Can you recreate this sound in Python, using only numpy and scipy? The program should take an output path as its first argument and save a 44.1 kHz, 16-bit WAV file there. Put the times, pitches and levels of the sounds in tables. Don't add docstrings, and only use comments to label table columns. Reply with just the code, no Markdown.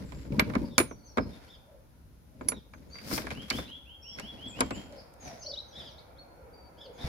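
import sys
import numpy as np
from scipy import signal
from scipy.fft import rfft, irfft, next_fast_len
from scipy.io import wavfile
from scipy.ndimage import uniform_filter1d, map_coordinates

SR = 44100
rng = np.random.default_rng(int(sys.argv[2]) if len(sys.argv) > 2 else 0)


def to_wav(s):
    ch = np.atleast_2d(s).T
    pcm = np.round(np.clip(ch, -1, 1) * 32767)
    wavfile.write(sys.argv[1], SR, pcm.astype(np.int16))


N = 312221



def amp(db):
    return 10 ** (np.asarray(db) / 20)


def unit(x):
    return x / np.sqrt(np.mean(x ** 2) + 1e-20)


def along(points, hz):
    point_hz, value = np.transpose(points)
    return np.interp(np.log(hz + 1), np.log(point_hz + 1), value)


def curves(rows):
    s, *columns = np.transpose(rows)
    return [np.interp(np.arange(N) / SR, s, column) for column in columns]


def wobble(rate, size=N):
    knots = rng.standard_normal(int(size * rate / SR) + 4)
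    return map_coordinates(knots, [np.arange(size) * rate / SR])


def filtered(x, response):
    n = x.shape[-1]
    padded = next_fast_len(n + 4096)
    return irfft(rfft(x, padded) * response(np.fft.rfftfreq(padded, 1 / SR)), padded)[..., :n]


def pan(db):
    return amp([[db / 2], [-db / 2]])


def add(track, s, sound):
    part = track[..., max(round(s * SR), 0):][..., :sound.shape[-1]]
    part += sound[..., :part.shape[-1]]


def fade(t, t60):
    return np.exp(-np.log(1000) * t / t60)


# pitch_hz, likeness (1 is identical)
ALIKE = [(60, 0.62), (200, 0.79), (400, 0.67), (700, -0.05), (1400, 0.03), (4000, -0.041)]


def pair(size):
    turn = lambda hz: np.arccos(np.clip(along(ALIKE, hz), -1, 1)) / 2
    mid_side = lambda hz: np.array([np.cos(turn(hz)), np.sin(turn(hz))])
    mid, side = filtered(rng.standard_normal((2, size)), mid_side)
    return np.array([mid + side, mid - side])


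def rush(spectrum):
    return unit(filtered(pair(N), lambda hz: amp(along(spectrum, hz))))


def echo(x, decay, build_s):
    hz, t, grid = signal.stft(rng.standard_normal((2, SR)), SR, nperseg=256)
    dying = grid * amp(-60 * t / along(decay, hz)[:, None])
    tail = signal.istft(dying, SR, nperseg=256)[1]
    tail *= np.clip(np.arange(tail.shape[1]) / SR / build_s, 0, 1)
    return signal.fftconvolve(x, tail / np.linalg.norm(tail[0]), axes=1)[:, :N]


# pitch_hz, t60_s
HEDGES = [(500, .3), (3000, .17), (8000, .15)]
# pitch_hz, t60_s
TREES = [(500, 0.4), (3000, 0.65), (8000, 0.53)]
HEDGES_BUILD_S, TREES_BUILD_S = .008, 0.058
TREES_DB = -6


def garden(x):
    hedges = echo(x[None], HEDGES, HEDGES_BUILD_S)
    return hedges + amp(TREES_DB) * echo(x[None], TREES, TREES_BUILD_S)


def whistle(hz, rough, flicker_db=3):
    hz = hz * (1 + rough * wobble(498.2, size=len(hz)))
    tone = np.sqrt(2) * np.sin(2 * np.pi * np.cumsum(hz) / SR)
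    return tone * amp(flicker_db * wobble(110, size=len(hz)))


def patchy(x, depth_db):
    grid = signal.stft(x, nperseg=2048)[2]
    field = rng.standard_normal(grid.shape[1:])
    field = uniform_filter1d(field, size=4, axis=0)
    field = uniform_filter1d(field, size=9, axis=1)
    return unit(signal.istft(grid * amp(depth_db * unit(field)), nperseg=2048)[1][:, :N])


# time_s, rumble_db, traffic_db
AIR = [(0, -45.5, -74.5), (1.4, -57.5, -60.5), (2.1, -55, -72), (4.1, -58.5, -64), (4.9, -57, -58.5),
       (7.08, -56.5, -56.5)]
# pitch_hz, level_db per Hz
RUMBLE = [(20, -25.5), (40, 0), (62, -0.5), (90, -1.5), (160, -5), (250, -9.5), (400, -18), (600, -35),
          (1500, -59.5)]
# pitch_hz, level_db per Hz
TRAFFIC = [(120, -33), (280, -6.5), (400, -7), (520, 1), (700, -3), (950, -3.5), (1180, -13.5), (1380, -7),
           (1900, -22.5), (2230, -15), (2900, -32), (5000, -53.5)]
# pitch_hz, level_db per Hz
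HISS = [(1500, 1), (3000, -3.5), (6000, -3.5), (8400, -13.5), (9800, -0.5), (11500, -7), (14000, -2.5),
        (16000, -15)]


def outdoors():
    rumble_db, traffic_db = curves(AIR)
    rumble = amp(rumble_db - 3.5 + 1.1 * wobble(9.6)) * rush(RUMBLE)
    traffic = amp(traffic_db + 0.7) * patchy(rush(TRAFFIC), depth_db=1.8)
    hiss = amp(-69.5) * rush(HISS)
    return rumble * pan(2.0) + traffic * pan(-0.57) + hiss * pan(1.2)


def swell(s, hold, attack, release):
    t = np.arange(N) / SR - s
    return fade(np.maximum(-t, 0), attack) * fade(np.maximum(t - hold, 0), release)


def effort(rows, attack, release):
    scrape, shudder = np.zeros(N), np.zeros(N)
    for s, hold, scrape_db, shudder_db in rows:
        shape = swell(s, hold, attack, release)
        scrape = np.maximum(scrape, amp(scrape_db) * shape)
        shudder = np.maximum(shudder, amp(shudder_db) * shape)
    return scrape, shudder


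# pitch_hz, width_hz, level_db
FRAME = [(261, 11, 8), (360.5, 32, -9), (626.7, 5.9, 5), (1037, 110, 4), (1163, 17, 0.5), (1450, 52, 5),
         (1617, 49, 7.5), (2104, 130, 3.5), (2305, 290, 6.5)]


def frame_db(hz):
    return sum(db / (1 + (2 * (hz - centre) / width) ** 2) for centre, width, db in FRAME)


# full_force_s, hold_s, scrape_db, shudder_db
PUSHES = [(0, 0.0036, -56.5, -40), (.13, 0.091, -58.5, -48), (.35, 0.29, -58.5, -35.5),
          (1.31, 0.16, -61, -59.5), (2.45, 0.052, -66.5, -45), (2.8, 0.11, -68.5, -53),
          (2.97, .1, -59, -54), (3.138, .022, -42, -37.5), (3.25, 0.11, -51.5, -44.5),
          (3.405, 0.013, -52.5, -45.5), (3.56, 0.011, -46, -40)]
PUSH_ATTACK_S, PUSH_RELEASE_S = 0.45, 0.51
# pitch_hz, level_db per Hz
RUB = [(180, -38.5), (300, -3), (740, -5.5), (930, -12.5), (1140, -9), (2250, -9.5), (2900, -14.5),
       (5000, -12), (8500, -27.5), (10500, -19.5), (14000, -30.5), (16000, -39)]
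# pitch_hz, level_db per Hz
HOLLOW = [(20, -13), (35, -7.5), (65, -4), (110, -0.5), (165, 0), (225, 2), (290, 0), (370, -11.5),
          (460, -9), (600, -8.5), (700, -31), (950, -16), (1500, -51.5)]


def rubbing(force, shaking, grain_db=3, judder_db=3):
    surge_db = 1.8 * wobble(70)
    grain = amp(grain_db * wobble(700) + surge_db)
    wood = filtered(rush(RUB), lambda hz: amp(0.39 * frame_db(hz)))
    scrape = amp(2.5) * force * unit(wood * grain)
    shudder = shaking * unit(rush(HOLLOW) * amp(judder_db * wobble(45)))
    return scrape * pan(1.2) + shudder * pan(1.5)


def grit(force, rate=110, scatter_db=-2.0):
    scatter = amp(scatter_db * np.clip(rng.standard_normal(N), -2, 2))
    slips = (rng.random(N) < rate / SR) * force * scatter
    t = np.arange(SR // 50) / SR
    tick = unit(filtered(pair(len(t)), lambda hz: amp(along(RUB, hz)))) * fade(t, 0.0084)
    return amp(-8) * signal.fftconvolve(slips[None], tick, axes=1)[:, :N]


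# start_s, length_s, first_pitch_hz, fall in octaves per s, level_db
SLURS = [(0.667, 0.12, 4750, 3.3, -71), (0.861, 0.086, 6680, 3.1, -57), (1.039, 0.075, 6530, 3.7, -55),
         (1.193, 0.047, 5350, 2.7, -50), (2.711, .048, 6910, 3.2, -68.5), (2.881, 0.087, 7100, 4, -61.5),
         (4.477, 0.042, 7780, 3.4, -47), (4.593, 0.032, 7630, 3.6, -45.5), (4.712, 0.054, 7830, 3.5, -47.5),
         (5.196, 0.11, 6850, 3.1, -46.5), (5.39, 0.071, 6700, 3.5, -48.5),
         (5.444, 0.046, 6050, 3.65, -44.5), (5.484, 0.03, 5700, 14, -41.5), (5.528, 0.021, 6000, 9, -52),
         (5.672, 0.079, 6400, 3.7, -59), (5.89, .05, 6300, 6.2, -60), (6.925, 0.062, 7050, 3.2, -65)]
# start_s, length_s, pitch_hz, level_db, flutter (scaled below), share by which it starts flat
WHISTLES = [(0.023, 0.26, 7550, -63.5, 1, 0.02), (0.627, 0.054, 4850, -53, 0.86, 0.057),
            (0.933, 0.4, 4520, -65, 0.72, 0.015), (2.9, 0.096, 4710, -45.5, 0.32, 0.08),
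            (4.007, 0.15, 5590, -44, 0.19, 0.05), (4.505, 0.038, 2500, -51, 0.5, .04),
            (4.954, 0.059, 5000, -51, 1.7, 0.067), (5.409, 0.032, 5350, -38, 0.8, 0.1),
            (5.416, 0.056, 4450, -47, 0.77, .03), (5.42, 0.05, 3130, -54, 0.7, .13),
            (6.16, 0.066, 4370, -48, 0.15, 0.26), (6.51, 0.18, 4705, -61, 0.15, 0),
            (6.536, 0.13, 2250, -71.5, 0, 0.029)]
SCOOP_S, SCOOP_DB = .028, -13
SAG_PER_S = 0.17


def twitter(flutter_depth=0.045, slur_rough=0.0092):
    out = np.zeros(N)
    note = lambda hz, db, rough: amp(db) * whistle(hz, rough) * signal.windows.tukey(len(hz), .3)
    for s, length, hz, fall, db in SLURS:
        t = np.arange(int(length * SR)) / SR
        add(out, s, note(hz * 2 ** (-fall * t), db, slur_rough))
    for s, length, hz, db, flutter, scoop in WHISTLES:
        t = np.arange(int(length * SR)) / SR
        below = np.maximum(1 - (t / SCOOP_S) ** 2, 0)
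        pitch = hz * (1 - scoop * below - SAG_PER_S * t)
        add(out, s, note(pitch, db + SCOOP_DB * below, flutter * flutter_depth))
    return amp(-9.5) * out * pan(3.5) + amp(-7) * garden(out)


# start_s, thud_db, clack_db, clack_pitch_hz, rebounds (rounded), left_right_db
BLOWS = [(.121, -46, -50, 3560, 0, -7.5), (0.25, -47, -55.5, 1380, 0, -1), (0.322, -79, -46.5, 2398, 0, -3),
         (.391, -26, -33.5, 1498, 0, -9.5), (.395, -30, -15.5, 2600, 0, -1.5),
         (0.499, -44, -39.5, 1840, 0, -4), (.536, -45, -40.5, 1860, 1, -9),
         (0.552, -26.5, -30, 1920, 0.5, -3), (.78, -22.5, -17, 7040, 0, -2.5),
         (0.786, -35, -32, 2340, 0, 4), (.8, -30.5, -25, 2940, 1, -4), (.911, -38, -46, 1398, 0, -5.5),
         (1.172, -26, -23.5, 1135, 0, 1.5), (1.181, -19.5, -25.5, 1390, 0, -4.5),
         (2.41, -34.5, -43, 1336, 0, -0.5), (2.485, -46, -31, 11180, 0, -2.5),
         (2.519, -36.5, -37.5, 2010, 0, -4), (2.736, -56.5, -44.5, 1730, 0, -1.5),
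         (2.954, -57, -49, 2220, 0, -8), (2.986, -78, -45, 2300, 0, -5), (3.11, -43, -38, 1310, 0, -7),
         (3.178, -35.5, -30, 3400, 0, 1), (3.242, -41, -48.5, 1100, 0, 0.5),
         (3.268, -48, -34.5, 1720, 0, 0), (3.305, -51, -36.5, 3020, 0, 4),
         (3.312, -42.5, -35.5, 2260, 0, -3.5), (3.375, -60, -51.5, 1620, 0, -3),
         (3.501, -59, -26.5, 4250, 0, 5), (3.504, -57, -28, 4240, 0, 1.5), (3.508, -46, -27, 2010, 0, -2.5),
         (3.586, -48, -35.5, 1455, 0, -4), (4.186, -71, -38, 2066, 0, -8),
         (4.197, -47.5, -40, 5850, 0, 5.5), (4.589, -39.5, -42.5, 1490, 1, 5.5),
         (4.606, -25.5, -25, 6000, 0, 0), (4.611, -28.5, -26.5, 1270, 1, -5.5),
         (4.707, -29.5, -37, 3480, 0, -1), (4.924, -73, -59, 7000, 0, 2), (5.138, -87, -56.5, 12000, 0, 0)]
REBOUND_S = 0.0096
REBOUND_THUD_DB, REBOUND_CLACK_DB, REBOUND_PITCH_RATIO = 9, 10, 1


def contacts():
    return [(s + k * REBOUND_S, thud - k * REBOUND_THUD_DB, clack - k * REBOUND_CLACK_DB,
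             hz * REBOUND_PITCH_RATIO ** k, side)
            for s, thud, clack, hz, rebounds, side in BLOWS for k in range(round(rebounds) + 1)]


# pitch_hz, t60_s
BOARDS_DIE = [(100, 0.23), (300, 0.14), (700, 0.072), (2000, 0.058), (5000, 0.027), (12000, 0.019)]


def ringing(level_db, t, right_lead_s=0.00031):
    hz, _, db = np.transpose(FRAME)[:, :, None]
    luck_db = rng.normal(0, 2, hz.shape)
    phase = 2 * np.pi * rng.random(hz.shape)
    heard = t + np.array([0, right_lead_s])[:, None, None]
    strength = amp(level_db(hz) + db + luck_db) * fade(t, along(BOARDS_DIE, hz))
    modes = strength * np.sin(2 * np.pi * hz * heard + phase)
    return modes.sum(1) * (1 - np.exp(-t / .001))


# pitch_hz, level_db
BOARDS = [(30, -7), (70, 6), (130, 8), (260, 13.5), (450, 18), (750, 13.5), (1200, 13.5), (1750, 8.5),
          (2300, 9.5), (3000, 5.5), (4500, 9), (7000, 7), (11000, 6.5), (16000, -5.5)]
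CLACK_FALL_DB = 9.5


def knocks(count=8, ring_db=-24, snap_db=3, snap_t60=0.0074):
    out, t = np.zeros((2, N)), np.arange(SR // 4) / SR
    centres = np.geomspace(100, 12800, count)
    bands = lambda hz: np.array([along(np.c_[centres, one], hz) for one in np.eye(count)])[:, None]
    band_hz = centres[:, None, None]
    snap = amp(snap_db) * fade(t, snap_t60) * band_hz / (band_hz + 1500)
    rise = 1 - np.exp(-t / (.0004 + 1 / band_hz))
    dying = (fade(t, along(BOARDS_DIE, band_hz)) + snap) * rise
    body_db = lambda hz: along(BOARDS, hz) + frame_db(hz)
    for s, thud, clack, clack_hz, side in contacts():
        fall_db = lambda hz: CLACK_FALL_DB * np.log2(np.maximum(hz / clack_hz, 1))
        force_db = lambda hz: along([(300, thud), (clack_hz, clack)], hz) - fall_db(hz)
        parts = filtered(pair(len(t)), lambda hz: bands(hz) * amp(force_db(hz) + body_db(hz)))
        sides = np.array([pan(db) for db in along([(350, 3), (1200, side)], centres)])
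        add(out, s, amp(1) * (parts * dying * sides).sum(0))
        ring_level_db = lambda hz: ring_db + force_db(hz) + along(BOARDS, hz)
        add(out, s, pan(side) * ringing(ring_level_db, t))
    return out


SHAKE_DB, SHAKE_T60 = -19, 0.56


def aftershake():
    shaking, t = np.zeros(N), np.arange(SR) / SR
    for s, thud_db, *_ in BLOWS:
        add(shaking, s, amp(thud_db + SHAKE_DB) * fade(t, SHAKE_T60))
    return shaking


# start_s, peak_db, pitch_hz
BUMPS = [(0.305, -27, 249), (.32, -27, 190), (0.383, -18.5, 227), (0.423, -21.5, 222), (0.565, -15.5, 231),
         (0.616, -27.5, 295), (0.644, -29, 200), (0.803, -15.5, 346), (1.184, -30, 223), (1.22, -30, 212),
         (3.11, -44.5, 1300), (3.128, -31, 293), (3.176, -34, 905), (3.188, -39, 510), (3.202, -31.5, 250),
         (3.243, -33.5, 340), (3.359, -38, 255), (3.514, -31, 260), (3.549, -29.5, 257), (3.59, -32.5, 513),
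         (4.463, -38, 250), (4.723, -30, 287), (4.774, -33, 203), (7.043, -26.5, 76), (7.052, -29.5, 150)]


def bumps(peak_s=0.0028):
    out, t = np.zeros(N), np.arange(SR // 8) / SR
    for s, db, hz in BUMPS:
        shape = t / peak_s * np.exp(1 - t / peak_s)
        add(out, s, amp(db) * shape * np.sin(2 * np.pi * hz * t))
    return out * pan(1.6)


# start_s, level_db, most_excited_hz, spread in octaves, share of free ring time, left_right_db
CLINKS = [(.396, -20, 12780, 0.029, 0.5, -6), (.398, -21, 2347, 0.23, 0.23, -15),
          (.781, -24.5, 9640, 1.1, 1, -1.5), (.801, -31.5, 7040, .08, 1, -6),
          (2.413, -62, 7000, 0.091, 0.51, -8), (2.484, -18, 10680, 0.016, 0.51, -8),
          (2.485, -21.5, 5730, 0.3, 0.58, -3), (2.49, -25, 12700, .03, 0.38, -7),
          (3.502, -8, 4300, 0.09, 0.2, -12), (4.606, -12, 9740, 0.036, 0.069, 17.5)]
# pitch_hz, level_db, t60_s
STEEL = [(2347, -6, .12), (4452, -11, .11), (4700, -8, .09), (5870, -6, .07), (7120, -5, .18),
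         (8489, -11, .06), (9063, 0, .18), (9308, -10, .06), (9878, 2, .13), (10678, -1, .16),
         (12700, -6, .11), (14692, -9, .16)]


def clinks(chatter_db=3.5, right_phase=1.59):
    out, t = np.zeros((2, N)), np.arange(SR // 3) / SR
    for s, db, best_hz, spread, free, side in CLINKS:
        for hz, level, t60 in STEEL:
            excited = 1 / (1 + (np.log2(hz / best_hz) / spread) ** 2)
            phase = rng.uniform(0, 2 * np.pi) + np.array([[0], [right_phase]])
            chatter = chatter_db * fade(t, .25) * wobble(250, size=len(t))
            strength = amp(db + level + chatter) * excited * fade(t, free * t60)
            ring = strength * np.sin(2 * np.pi * hz * t + phase)
            add(out, s, pan(side) * ring * (1 - np.exp(-t / 0.0013)))
    return out


# start_s, length_s, pitch_hz, glide and arch as shares of pitch, level_db
CHIRPS = [(0.685, 0.12, 1770, -0.25, 0.25, -61), (1.297, 0.092, 1817, -0.042, 0.355, -63.5),
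          (1.474, 0.094, 1814, 0, 0.86, -56), (2.515, 0.1, 1872, -0.21, 0.51, -58.5),
          (3.642, 0.076, 1990, 0, 0.4, -60), (5.723, 0.058, 1700, 0.054, 0.047, -51.5),
          (5.749, .1, 1765, -0.3, 0.12, -48.5), (5.814, 0.096, 1717, -0.27, 0.3, -51.5),
          (5.876, .05, 2030, -0.11, 0.37, -62), (5.975, 0.037, 2230, 0.51, .1, -56),
          (6.768, 0.11, 1735, -0.09, 0.83, -52.5), (6.978, 0.087, 1823, -0.011, 0.47, -50.5)]
# pitch_hz, level_db
THROAT = [(1700, -19.5), (2300, -17), (2900, -2.5), (3500, 2), (4300, 4), (5100, -8), (6200, -19.5),
          (8000, -29)]
HOARSE, RATTLE = .02, .22


def chirps(count=4):
    out = np.zeros(N)
    for s, length, pitch_hz, glide, arch, db in CHIRPS:
        u = np.linspace(-.5, .5, int(max(length, .01) * SR))
        hoarse = HOARSE * wobble(900, size=len(u))
        base_hz = np.abs(pitch_hz * (1 + glide * u - arch * u ** 2 + hoarse))
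        hz = np.arange(1, count + 1)[:, None] * base_hz
        phase = 2 * np.pi * (np.cumsum(hz, axis=1) / SR + rng.random((count, 1)))
        rattle = np.array([wobble(400 * (k + 1), size=len(u)) for k in range(count)])
        voice = np.sqrt(1 - RATTLE) * np.sin(phase) + np.sqrt(RATTLE) * rattle * np.cos(phase)
        flicker = amp(3 * wobble(150, size=len(u)))
        call = unit((amp(along(THROAT, hz)) * voice).sum(0) * flicker)
        add(out, s, amp(db) * call * np.cos(np.pi * u))
    return out * pan(1.5) + amp(-2.5) * garden(out)


# start_s, pitch_hz, level_db
COOS = [(1.66, 591, -65.5), (2.3, 614, -70.5), (4.87, 590, -58.5), (5.24, 722, -58), (5.43, 585.5, -55.5),
        (6.38, 518, -63.5), (6.81, 538, -58.5)]


def pigeon(length=0.1456, fall=0.206):
    out, u = np.zeros(N), np.linspace(0, 1, int(length * SR))
    for s, hz, db in COOS:
        coo = whistle(hz * (1 - fall * (u - .3)), rough=0.095)
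        add(out, s, amp(db) * coo * np.sin(np.pi * u))
    return amp(5.5) * out + amp(2.5) * echo(out[None], TREES, TREES_BUILD_S)


# full_force_s, hold_s, level_db
RASPS = [(3.136, 0.026, -36), (3.559, 0.022, -48.5)]
RASP_ATTACK_S, RASP_RELEASE_S = 0.24, .2
# pitch_hz, level_db per Hz
RASP = [(1500, -30.5), (3500, -9.5), (4500, 0.5), (5300, 4), (6300, -5.5), (8500, -7.5), (9600, -4),
        (11000, -9.5), (14000, -2.5), (16000, -15.5)]


def rasping(grain_db=2):
    force = sum(amp(db) * swell(s, hold, RASP_ATTACK_S, RASP_RELEASE_S) for s, hold, db in RASPS)
    return force * unit(rush(RASP) * amp(grain_db * wobble(900))) * pan(6.7)


# start_s, top_pitch_hz, level_db, swell_db over the note
TRILL = [(3.331, 3290, -42.5, 1), (3.491, 3484, -38, -2), (3.669, 3430, -41, 1), (3.849, 3260, -46, 8),
         (4.031, 3336, -44, 0), (4.196, 3350, -42, 4), (4.367, 3377, -42, 14), (4.535, 3230, -45, -3),
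         (4.704, 3256, -46, -5)]
# share of its length, pitch ratio, level_db
RISE = [(0, .73, -15), (.17, .825, -4), (.38, .9, 0), (.6, .96, 0), (.85, 1, 0), (1, .995, -6)]


def songbird(length=.115):
    out, u = np.zeros(N), np.linspace(0, 1, int(length * SR))
    at, ratio, shape_db = np.transpose(RISE)
    for s, top_hz, db, swell_db in TRILL:
        drift = 1 + .006 * wobble(40, size=len(u))
        note = whistle(top_hz * np.interp(u, at, ratio) * drift, rough=.009)
        level_db = db + swell_db * (u - .5) + np.interp(u, at, shape_db)
        add(out, s, note * amp(level_db) * signal.windows.tukey(len(u), .1))
    return amp(-9.5) * out * pan(-1.6) + amp(-8.5) * garden(out)


# full_weight_s, hold_s, scuff_db, thud_db
STEPS = [(4.19, 0.0098, -51.5, -48), (4.33, 0.1, -58, -52), (4.46, 0.011, -55.5, -45.5),
         (4.59, 0.025, -49, -42.5), (4.77, 0.016, -50.5, -42), (4.93, 0.039, -57, -71),
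         (5.265, 0.019, -48.5, -51.5), (5.79, 0.029, -55, -56.5), (7.04, 0.071, -44.5, -46)]
STEP_ATTACK_S, STEP_RELEASE_S = 0.26, 0.64
# pitch_hz, level_db per Hz
SCUFF = [(180, -29), (320, -4.5), (700, 3.5), (1150, -10), (2250, -6.5), (2900, -15), (5000, -10),
         (8000, -28.5), (10500, -21.5), (15000, -33.5)]


def scuffing(weight, grain_db=3):
    return amp(1.5) * weight * unit(rush(SCUFF) * amp(grain_db * wobble(600))) * pan(0.31)


# time_s, pitch_hz, level_db
WARBLE = [(5.457, 3950, -50), (5.471, 4520, -28), (5.479, 4620, -45), (5.496, 4760, -38),
          (5.508, 4620, -39), (5.517, 4350, -31), (5.524, 3400, -48), (5.532, 3500, -45),
          (5.540, 3850, -29), (5.546, 4080, -39), (5.549, 2950, -56), (5.557, 2930, -42),
          (5.569, 3480, -44), (5.577, 3760, -28), (5.589, 4000, -32), (5.597, 4080, -40),
          (5.605, 3900, -31), (5.614, 3750, -50)]


def warbler(overtone_db=-42):
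    out = np.zeros(N)
    at, hz, db = np.transpose(WARBLE)
    t = np.arange(at[0], at[-1], 1 / SR)
    pitch = np.interp(t, at, hz)
    overtone = amp(overtone_db) * whistle(2 * pitch, rough=.02)
    voice = whistle(pitch, rough=.011, flicker_db=2) + overtone
    add(out, at[0], amp(np.interp(t, at, db)) * voice)
    return amp(-7.5) * out * pan(1.5) + amp(-15) * garden(out)


# pitch_hz, t60_s
WALLS = [(150, 0.24), (1000, 0.24), (4000, 0.28), (12000, 0.028)]
WALLS_BUILD_S = 0.01


def scene():
    force, judder = effort(PUSHES, PUSH_ATTACK_S, PUSH_RELEASE_S)
    weight, tread = effort(STEPS, STEP_ATTACK_S, STEP_RELEASE_S)
    shaking = np.sqrt(judder ** 2 + tread ** 2 + aftershake() ** 2)
    gate = rubbing(force, shaking) + knocks() + bumps() + clinks() + rasping()
    near = gate + grit(force + weight) + scuffing(weight)
    birds = twitter() + chirps() + pigeon() + songbird() + warbler()
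    return outdoors() + near + amp(-23.0) * echo(near, WALLS, WALLS_BUILD_S) + birds


TOP_HZ = 15900


def record(dry, boom_hz=66, boom_width_hz=11, boom_db=6):
    boom = lambda hz: 1j * hz * boom_width_hz / (boom_hz ** 2 - hz ** 2 + 1j * hz * boom_width_hz)
    return filtered(dry, lambda hz: (1 + amp(boom_db) * boom(hz)) * (hz < TOP_HZ))


dry = scene()
out = record(dry)
to_wav(out)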